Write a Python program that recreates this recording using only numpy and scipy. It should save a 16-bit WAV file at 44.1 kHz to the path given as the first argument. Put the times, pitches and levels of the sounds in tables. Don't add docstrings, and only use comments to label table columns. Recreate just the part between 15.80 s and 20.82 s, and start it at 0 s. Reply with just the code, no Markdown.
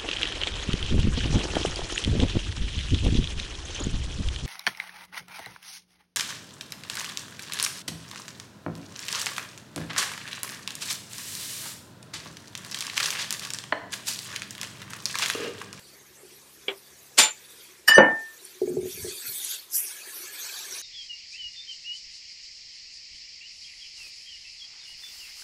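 import sys
import numpy as np
from scipy import signal
from scipy.io import wavfile
from scipy.ndimage import uniform_filter1d

SR = 44100
rng = np.random.default_rng(int(sys.argv[2]) if len(sys.argv) > 2 else 0)


def gain_from_decibels(decibels):
    exponent = np.asarray(decibels, float) / 20
    return 10 ** exponent


def log_audio(samples):
    frames = np.atleast_2d(samples).T
    limited = np.clip(frames, -1, 1)
    pcm = np.round(limited * 32767).astype(np.int16)
    wavfile.write(sys.argv[1], SR, pcm)


N = 221273
T = np.arange(N) / SR

# (frequency [Hz], density [dB per Hz])
ROOM_SPECTRUM = [(18, -46.5), (30, -15), (90, -9.5), (134, -13.5), (238, -13.5), (371, 3), (733, -10),
                 (1340, -3.5), (1650, -16.5), (2090, -0.5), (2260, -11), (2940, -8.5), (4350, -8),
                 (12700, -13), (15700, -18)]
# (frequency [Hz], level [dB rms])
FAN_TONES = [(68.5, -75.5), (137, -71.5), (206, -72.5), (274, -77)]
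# (time [s], level [dB])
FAN_LOAD = [
    (0, 10.5),
    (1, 9.5),
    (2, 5.5),
    (2.6, 1),
    (3.6, -4.5),
    (5.02, 3),
]
# (time [s], level [dB])
SIMMER_LEVEL = [
    (0, -68.5),
    (1.6, -67.5),
    (2.8, -57.5),
    (3.1, -50),
    (3.5, -69),
    (4.5, -63),
    (5.02, -62.5),
]
# (frequency [Hz], level [dB], t60 [s])
PAN_MODES = [(162, -28.5, 0.14), (260, -15.5, 0.071), (368.6, -0.5, 0.062), (420.4, -1, 0.051),
             (610, -16, 0.03), (813, -23, 0.027)]
# (time [s], peak [dB], low side [dB])
PAN_ROCKS = [(0.123, -49, -23), (0.209, -48.5, -12), (0.431, -41, -26), (0.519, -44.5, -20),
             (2.815, -12.5, -27), (2.849, -31.5, -2), (2.874, -17.5, -32), (2.899, -21.5, -10),
             (2.924, -25, -21), (2.939, -28, 0.5), (2.967, -15, -33), (2.994, -25, -26), (3.027, -24, -11),
             (3.054, -22, -33), (3.079, -32.5, -8), (3.173, -32, -16), (3.244, -24, -31), (3.264, -25, -30),
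             (3.309, -32.5, -24), (3.357, -38, -20), (3.441, -49.5, -1), (3.489, -42, -11)]
# (peak time [s], level [dB], release [s])
PAN_SHOVES = [
    (2.835, -51.5, 0.076),
    (2.9, -54, 0.055),
    (2.978, -37, 0.028),
    (3.04, -46.5, 0.052),
    (3.15, -51, 0.066),
    (3.2, -46.5, 0.056),
    (3.234, -44.5, 0.032),
    (3.3, -65, .04),
    (3.49, -54.5, 0.069),
]
# (frequency [Hz], level [dB], t60 [s])
LID_MODES = [(391.5, -1, 0.2), (522, -6, .07), (2290, -2.5, 0.058), (2886, -3, .08), (3140, 1, 0.12),
             (3350, 2, .09), (4900, -18, 0.028)]
# (frequency [Hz], density [dB per Hz])
LID_SPECTRUM = [(88, -60), (150, -27), (247, -14), (381, -6.5), (1350, -12.5), (3200, -6), (3720, -37.5),
                (5100, -43), (7360, -60), (8000, -39), (10400, -69), (17600, -120)]
# (frequency [Hz], density [dB per Hz])
FOIL_SPECTRUM = [(35, -60), (60, -27), (738, -6.5), (869, -7), (1120, -7), (1260, -6.5), (1630, -5.5),
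                 (1960, -4), (4220, -1), (4740, -6), (7200, -1), (14500, -26), (15500, -32)]
# (frequency [Hz], t60 [s])
FOIL_T60 = [(100, 0.4), (700, 0.31), (3000, 0.3), (6000, 0.19), (10000, 0.21), (14000, 0.16)]
# (frequency [Hz], level [dB], t60 [s])
JAR_MODES = [(873.5, -16.5, 0.14), (2335, -10.5, .07), (3546, -8, 0.088), (4290, -11, 0.056),
             (7060, -4.5, 0.063), (7200, -5, .08), (7153, -3.5, .09), (7280, -7, 0.058), (8980, -9, 0.053),
             (14500, -14, .03)]
# (frequency [Hz], level [dB], t60 [s])
GLASS_MODES = [(920, -15.5, .1), (983, -13.5, 0.07), (1250, -8.5, .1), (1760, 3.5, .2), (1791, 2.5, 0.77),
               (2950, -2, 0.44), (4150, -15, .07), (4657, -2.5, 0.27), (4962, -1, 0.2), (5420, 1.5, 0.099),
               (5980, -6.5, .27), (7110, -5, 0.077), (8720, 0.5, 0.089), (8900, -7.5, 0.16),
               (11300, -17, .1), (11900, -10.5, 0.073), (12100, -11.5, .09), (12540, -17.5, .06),
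               (13870, -27, .05), (15430, -13, .12)]
# (time [s], lower modes [dB], upper modes [dB], favoured upper mode [Hz])
GLASS_CLINKS = [
    (2.0772, -26, -22, 11800),
    (2.082, -14, -22, 15400),
    (2.101, -36, -31, 7100),
    (2.11773, -20, -37.5, 12000),
    (2.144, -38.5, -27.5, 5980),
    (2.15347, -19.5, -34.5, 8800),
    (2.128, -40, -31, 12600),
]
# (frequency [Hz], density [dB per Hz])
RATTLE_SPECTRUM = [(150, -6.5), (400, -7.5), (1200, 6.5), (5000, -7.5), (9000, -20), (15000, -30.5)]
# (frequency [Hz], level [dB], t60 [s])
COUNTER_MODES = [(210.8, -9.5, .35), (363.4, -6, 0.15), (499.4, -15.5, .15), (525, -11, .22),
                 (560, 8.5, 0.032), (562, -12, 0.2494), (860.7, -12, 0.46), (921, -16.5, 0.22),
                 (978, -16, 0.26), (1128, -16, 0.19), (1584, -14.5, 0.11)]
# (time [s], level [dB])
COUNTER_BLOWS = [
    (2.168, -21.5),
    (2.1791, -12),
    (2.181, -1.5),
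    (2.194, -20),
    (2.207, -13.5),
    (2.221, -20),
]
# (frequency [Hz], density [dB per Hz])
THUMP_SPECTRUM = [(18, -80.5), (30, -46.5), (202, -2.5), (359, 0), (433, -16.5), (539, 1), (769, -2.5),
                  (865, -2), (1340, -14.5), (1700, 3.5), (2210, -18), (3740, -120)]
# (frequency [Hz], t60 [s])
THUMP_T60 = [(40, .3), (150, .45), (500, 0.46), (1500, 0.4)]
# (time [s], peak [dB], chirp [Hz])
SPITS = [
    (2.5773, -33, 6900),
    (2.6514, -23, 9750),
    (3.0746, -33, 7110),
    (3.5002, -18, 12700),
    (3.582, -28, 8120),
    (3.6472, -11, 11100),
    (3.9023, -34.5, 7060),
    (3.9314, -26, 5820),
    (4.3442, -24.5, 11100),
    (4.91, -24.5, 6400),
]
# (frequency [Hz], density [dB per Hz])
SIZZLE_SPECTRUM = [(410, -25.5), (700, -22), (1340, -13), (1670, -8.5), (2030, -12), (2350, -2),
                   (2930, -10), (3380, -2.5), (5060, -5.5), (5690, -2.5), (7380, -2.5), (11000, -4),
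                   (15700, -6)]
# (time [s], level [dB], tilt [dB per octave])
FRYING = [(0, -56.5, -2.5), (1.3, -55.5, -1.5), (1.6, -52.5, -3.5), (1.85, -52, -3.5), (2.06, -60.5, -3.5),
          (2.4, -56.5, -5), (2.6, -51, -2), (3.0, -53, -3), (3.1, -42, -0.5), (3.38, -41, -1),
          (3.62, -36.5, 0.5), (3.76, -37, -1), (3.88, -59, -1.5), (3.94, -44.5, -1), (4.12, -43, -2.5),
          (4.5, -43, -3), (4.66, -39, -2.5), (5.02, -42.5, -4)]
# (peak time [s], level [dB], release [s], centre [Hz])
FLARES = [(1.72, -48, .06, 11040), (2.65, -46, .02, 10000), (2.9, -48.5, 0.033, 7000),
          (3.17, -34, 0.034, 2320), (3.24, -38, .05, 6950), (3.3, -37, .04, 4520), (3.46, -30, 0.033, 1700),
          (3.5, -32, 0.066, 12370), (3.66, -34, 0.033, 6910), (3.66, -32, 0.064, 4280),
          (3.735, -29, 0.058, 3600), (3.71, -30.5, 0.045, 12000), (3.968, -22, 0.061, 11200),
          (3.955, -25.5, 0.05, 6470), (4.0, -32, 0.091, 2340), (4.02, -31, 0.073, 10400),
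          (4.075, -32, 0.037, 5800), (4.37, -39.5, 0.1, 12000), (4.66, -37.5, 0.097, 4530),
          (4.78, -33.5, 0.14, 4200), (4.95, -35.5, 0.078, 5850)]
# (frequency [Hz], width [Hz], level, not used [dB])
WALL_MODES = [(1693, 36, -8), (4520, 190, -5), (5810, 53, -4), (6470, 56, -6), (8040, 29, -6),
              (9570, 630, -4), (10880, 63, -3), (11380, 53, 0), (12700, 79, -2), (12500, 67, -3),
              (12700, 39, -4), (13830, 140, -8)]


def rms_one(x):
    return x / np.sqrt(np.mean(x ** 2) + 1e-20)


def in_time(rows):
    s, *columns = np.transpose(rows)
    return [np.interp(T, s, c) for c in columns]


def at_hz(points, hz):
    table_hz, values = np.transpose(points)
    return np.interp(np.log(hz), np.log(table_hz), values)


def drift(rate_hz):
    r = np.exp(-80 * np.pi * rate_hz / SR)
    white = rng.standard_normal(N // 40 + 2002)
    slow = signal.lfilter([1], [1, -2 * r, r * r], white)[2000:]
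    return np.interp(np.arange(N) / 40, np.arange(len(slow)), rms_one(slow))


def ring(clicks, hz, t60_s, rise_s=1e-4):
    w, touched = 2 * np.pi * hz / SR, np.flatnonzero(clicks)
    span = slice(touched[0], touched[-1] + 3 * SR // 4)
    r, quick = gain_from_decibels(-60 / (t60_s * SR)), np.exp(-1 / (rise_s * SR))
    push = signal.lfilter([1, 0, -1], [1], clicks[span]) + 1e-18
    swell = signal.lfilter([(1 - quick ** 2) / 2], [1, -2 * quick * np.cos(w), quick ** 2], push)
    out = np.zeros(N)
    out[span] = signal.lfilter([0, np.sin(w)], [1, -2 * r * np.cos(w), r * r], swell)
    return out


def clicks_at(times_s, db):
    out = np.zeros(N)
    out[np.round(np.asarray(times_s) * SR).astype(int)] = gain_from_decibels(np.asarray(db))
    return out


def strike(clicks, modes, rise_s):
    out = 0
    for k, (hz, db, t60_s) in enumerate(modes):
        out = out + (-1) ** k * gain_from_decibels(db) * ring(clicks, hz, t60_s, rise_s)
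    return out


def bands(spectrum, white, count):
    edges = np.geomspace(spectrum[0][0], 1.05 * spectrum[-1][0], count + 1)
    hz = np.sqrt(edges[1:] * edges[:-1])
    gain = gain_from_decibels(at_hz(spectrum, hz))
    gain = gain / np.sqrt(2 * np.sum(gain ** 2 * np.diff(edges)) / SR)
    for k in range(count):
        band_pass = signal.butter(2, edges[k:k + 2], "band", fs=SR, output="sos")
        yield hz[k], gain[k] * signal.sosfilt(band_pass, white[k % 2])


def grains(per_s, spread_db, size=N):
    uneven_db = spread_db * np.minimum(rng.exponential(1, (2, size)), 5)
    ticks = gain_from_decibels(uneven_db) * rng.choice([-1, 1], (2, size))
    return rms_one(ticks * (rng.random((2, size)) < per_s / SR))


def burst(start_s, rise_s, db, spectrum, t60s, per_s, spread_db):
    out, t, first = np.zeros(N), T[:SR // 2], round(start_s * SR)
    swell = np.clip(t / rise_s, 0, 1) ** 2
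    for hz, band in bands(spectrum, grains(per_s, spread_db, size=len(t)), count=20):
        fall_db = 60 * np.maximum(t - rise_s, 0) / at_hz(t60s, hz)
        out[first:first + len(t)] += gain_from_decibels(db - fall_db) * swell * band
    return out


def swells(peak_s, db, release_s, rise, t):
    x = (t - peak_s[:, None]) / release_s[:, None]
    return gain_from_decibels(db)[:, None] * np.exp(-np.where(x < 0, (x / rise) ** 2, x))


def kitchen(x, db, t60_s):
    t = T[:SR // 3]
    tail = rng.standard_normal(len(t)) * gain_from_decibels(-60 * t / t60_s) * (t > 0.003)
    return x + gain_from_decibels(db) * signal.fftconvolve(x, tail / np.sqrt(np.sum(tail ** 2)))[:N]


def by_bin(x, gain_for):
    spec = signal.stft(x, nperseg=1024, noverlap=768)[2]
    power = uniform_filter1d(np.abs(spec) ** 2, size=3, axis=-1) + 1e-16
    return signal.istft(spec * gain_for(power), nperseg=1024, noverlap=768)[1][..., :N]


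def cut_tail(x, knee_db):
    return by_bin(x, lambda power: power ** 2 / (power ** 2 + gain_from_decibels(knee_db) ** 4))


def suppress(x, depth_db=-4.0, strength=0.6, memory_s=0.23):
    r = np.exp(-256 / SR / memory_s)

    def gain(power):
        start = np.log(power[..., :40]).mean(axis=-1, keepdims=True)
        recent = np.exp(start + signal.lfilter([1 - r], [1, -r], np.log(power) - start))
        return np.maximum(1 - strength * recent / power, gain_from_decibels(depth_db))
    return by_bin(x, gain)


def hob_fan():
    load_db = in_time(FAN_LOAD)[0]
    hiss = 0
    for hz, band in bands(ROOM_SPECTRUM, rng.standard_normal((2, N)), count=24):
        hiss = hiss + band * gain_from_decibels(2.4 * drift(6.5) + 0.45 * load_db * (hz < 180))
    tones = sum(gain_from_decibels(db + 1.1 * drift(3.0)) * np.sin(2 * np.pi * hz * T) for hz, db in FAN_TONES)
    return gain_from_decibels(-53.0) * hiss + gain_from_decibels(load_db - 3.0) * tones


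def simmer():
    bubbles = grains(60.0, spread_db=2.5)[0]
    return rms_one(strike(bubbles, PAN_MODES[1:4], rise_s=0.0044)) * gain_from_decibels(in_time(SIMMER_LEVEL)[0])


def pan_rocking():
    s, db, low_db = np.transpose(PAN_ROCKS)
    taps = strike(clicks_at(s, db - 1.5), PAN_MODES[2:], rise_s=0.0012)
    low_pushes = strike(clicks_at(s, db + low_db + 17.0), PAN_MODES[:2], rise_s=0.0034)
    return kitchen(taps + low_pushes, db=-5, t60_s=0.14)


def pan_sliding():
    low_band = signal.butter(3, [60, 200], "band", fs=SR, output="sos")
    rumble = signal.sosfilt(low_band, rng.standard_normal(N))
    return rms_one(rumble) * swells(*np.transpose(PAN_SHOVES), 0.25, T).sum(axis=0)


def lid():
    snap = strike(clicks_at([0.8800, 0.8817, 0.886], [-38, -24, -32]), LID_MODES, rise_s=0.00055)
    return snap + burst(0.880, 0.0032, -30.0, LID_SPECTRUM, [(300, 0.24), (3000, 0.16)], 8000.0, spread_db=2.5)


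def jar():
    jolts = grains(1500.0, spread_db=2.2)[0]
    shake_db = -36 - 60 * np.maximum(T - 1.384, 0) / 0.27
    shake = jolts * (T > 1.384) * (T < 1.7) * gain_from_decibels(shake_db)
    crunch = burst(1.370, 0.019, -10, FOIL_SPECTRUM, FOIL_T60, 9000.0, spread_db=2.5)
    return crunch + strike(shake + clicks_at([1.387], [-26]), JAR_MODES, rise_s=0.00081)


def glass():
    s, lower_db, upper_db, spot_hz = np.transpose(GLASS_CLINKS)
    favour_db, favour_octaves = 11.5, 0.037
    rings = 0
    for hz, mode_db, t60_s in GLASS_MODES:
        touch_db = lower_db
        if hz > 4000:
            touch_db = upper_db + favour_db * np.exp(-(np.log2(hz / spot_hz) / favour_octaves) ** 2)
        rings = rings + gain_from_decibels(mode_db) * ring(clicks_at(s, touch_db), hz, t60_s, rise_s=0.00077)
    rings = cut_tail(kitchen(rings, db=-11, t60_s=0.2), knee_db=-45.5)
    return rings + burst(2.075, 0.008, -21.5, RATTLE_SPECTRUM, [(500, 0.38), (8000, 0.28)], 6600.0, spread_db=3.0)


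def thump():
    s, db = np.transpose(COUNTER_BLOWS)
    knock = strike(clicks_at(s, db - 2.5), COUNTER_MODES, rise_s=0.00079)
    contact = ring(clicks_at(s, db - 3.5), 1500.0, t60_s=0.0066)
    return knock + contact + burst(2.179, 0.004, -13.5, THUMP_SPECTRUM, THUMP_T60, 2500.0, spread_db=2.0)


def spits():
    return sum(ring(clicks_at([s], [db - 0.5]), hz, 60.0 / hz, rise_s=0.0006) for s, db, hz in SPITS)


def sizzle(db=-0.15, patchy_db=3.5, flutter_db=0.29):
    out, shared, t = 0, drift(34.0), T[::64]
    level_db, tilt_db = (c[::64] for c in in_time(FRYING))
    s, flare_db, release_s, centre_hz = np.transpose(FLARES)
    flare_power = swells(s, flare_db, release_s, 0.62, t) ** 2
    for hz, band in bands(SIZZLE_SPECTRUM, grains(12000.0, spread_db=2.0), count=40):
        near = np.exp(-(np.log2(hz / centre_hz) / 0.31) ** 2)
        frying = gain_from_decibels(level_db + tilt_db * np.log2(hz / 8000))
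        level = np.sqrt(frying ** 2 + near @ flare_power)
        out = out + band * np.interp(T, t, level) * gain_from_decibels(patchy_db * drift(12.3) + flutter_db * shared)
    return gain_from_decibels(db) * out


def pan_wall(hiss, db=-1.5, wander_db=4.0):
    out = hiss.copy()
    for hz, width_hz, _ in WALL_MODES:
        r = np.exp(-np.pi * np.clip(width_hz, 80, 250) / SR)
        poles = [1, -2 * r * np.cos(2 * np.pi * hz / SR), r * r]
        sung = signal.lfilter([(1 - r * r) / 2, 0, (r * r - 1) / 2], poles, hiss)
        out += gain_from_decibels(db + wander_db * drift(4.0)) * sung
    return out


def scene():
    background = hob_fan() + simmer()
    blows = cut_tail(jar() + thump(), knee_db=-64) + glass()
    pan_moves = pan_rocking() + pan_sliding()
    return (background + lid() + blows + pan_moves + spits() + pan_wall(sizzle()))[None]


def band_limit(x):
    return signal.sosfilt(signal.butter(12, 15850, fs=SR, output="sos"), x)


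def record(dry):
    x = signal.sosfilt(signal.butter(2, 70.0, "high", fs=SR, output="sos"), suppress(dry))
    x = signal.sosfilt(signal.cheby2(14, 60, 15950, fs=SR, output="sos"), x)
    return band_limit(np.clip(x, -1, 1))


dry = scene()
out = record(dry)
log_audio(out)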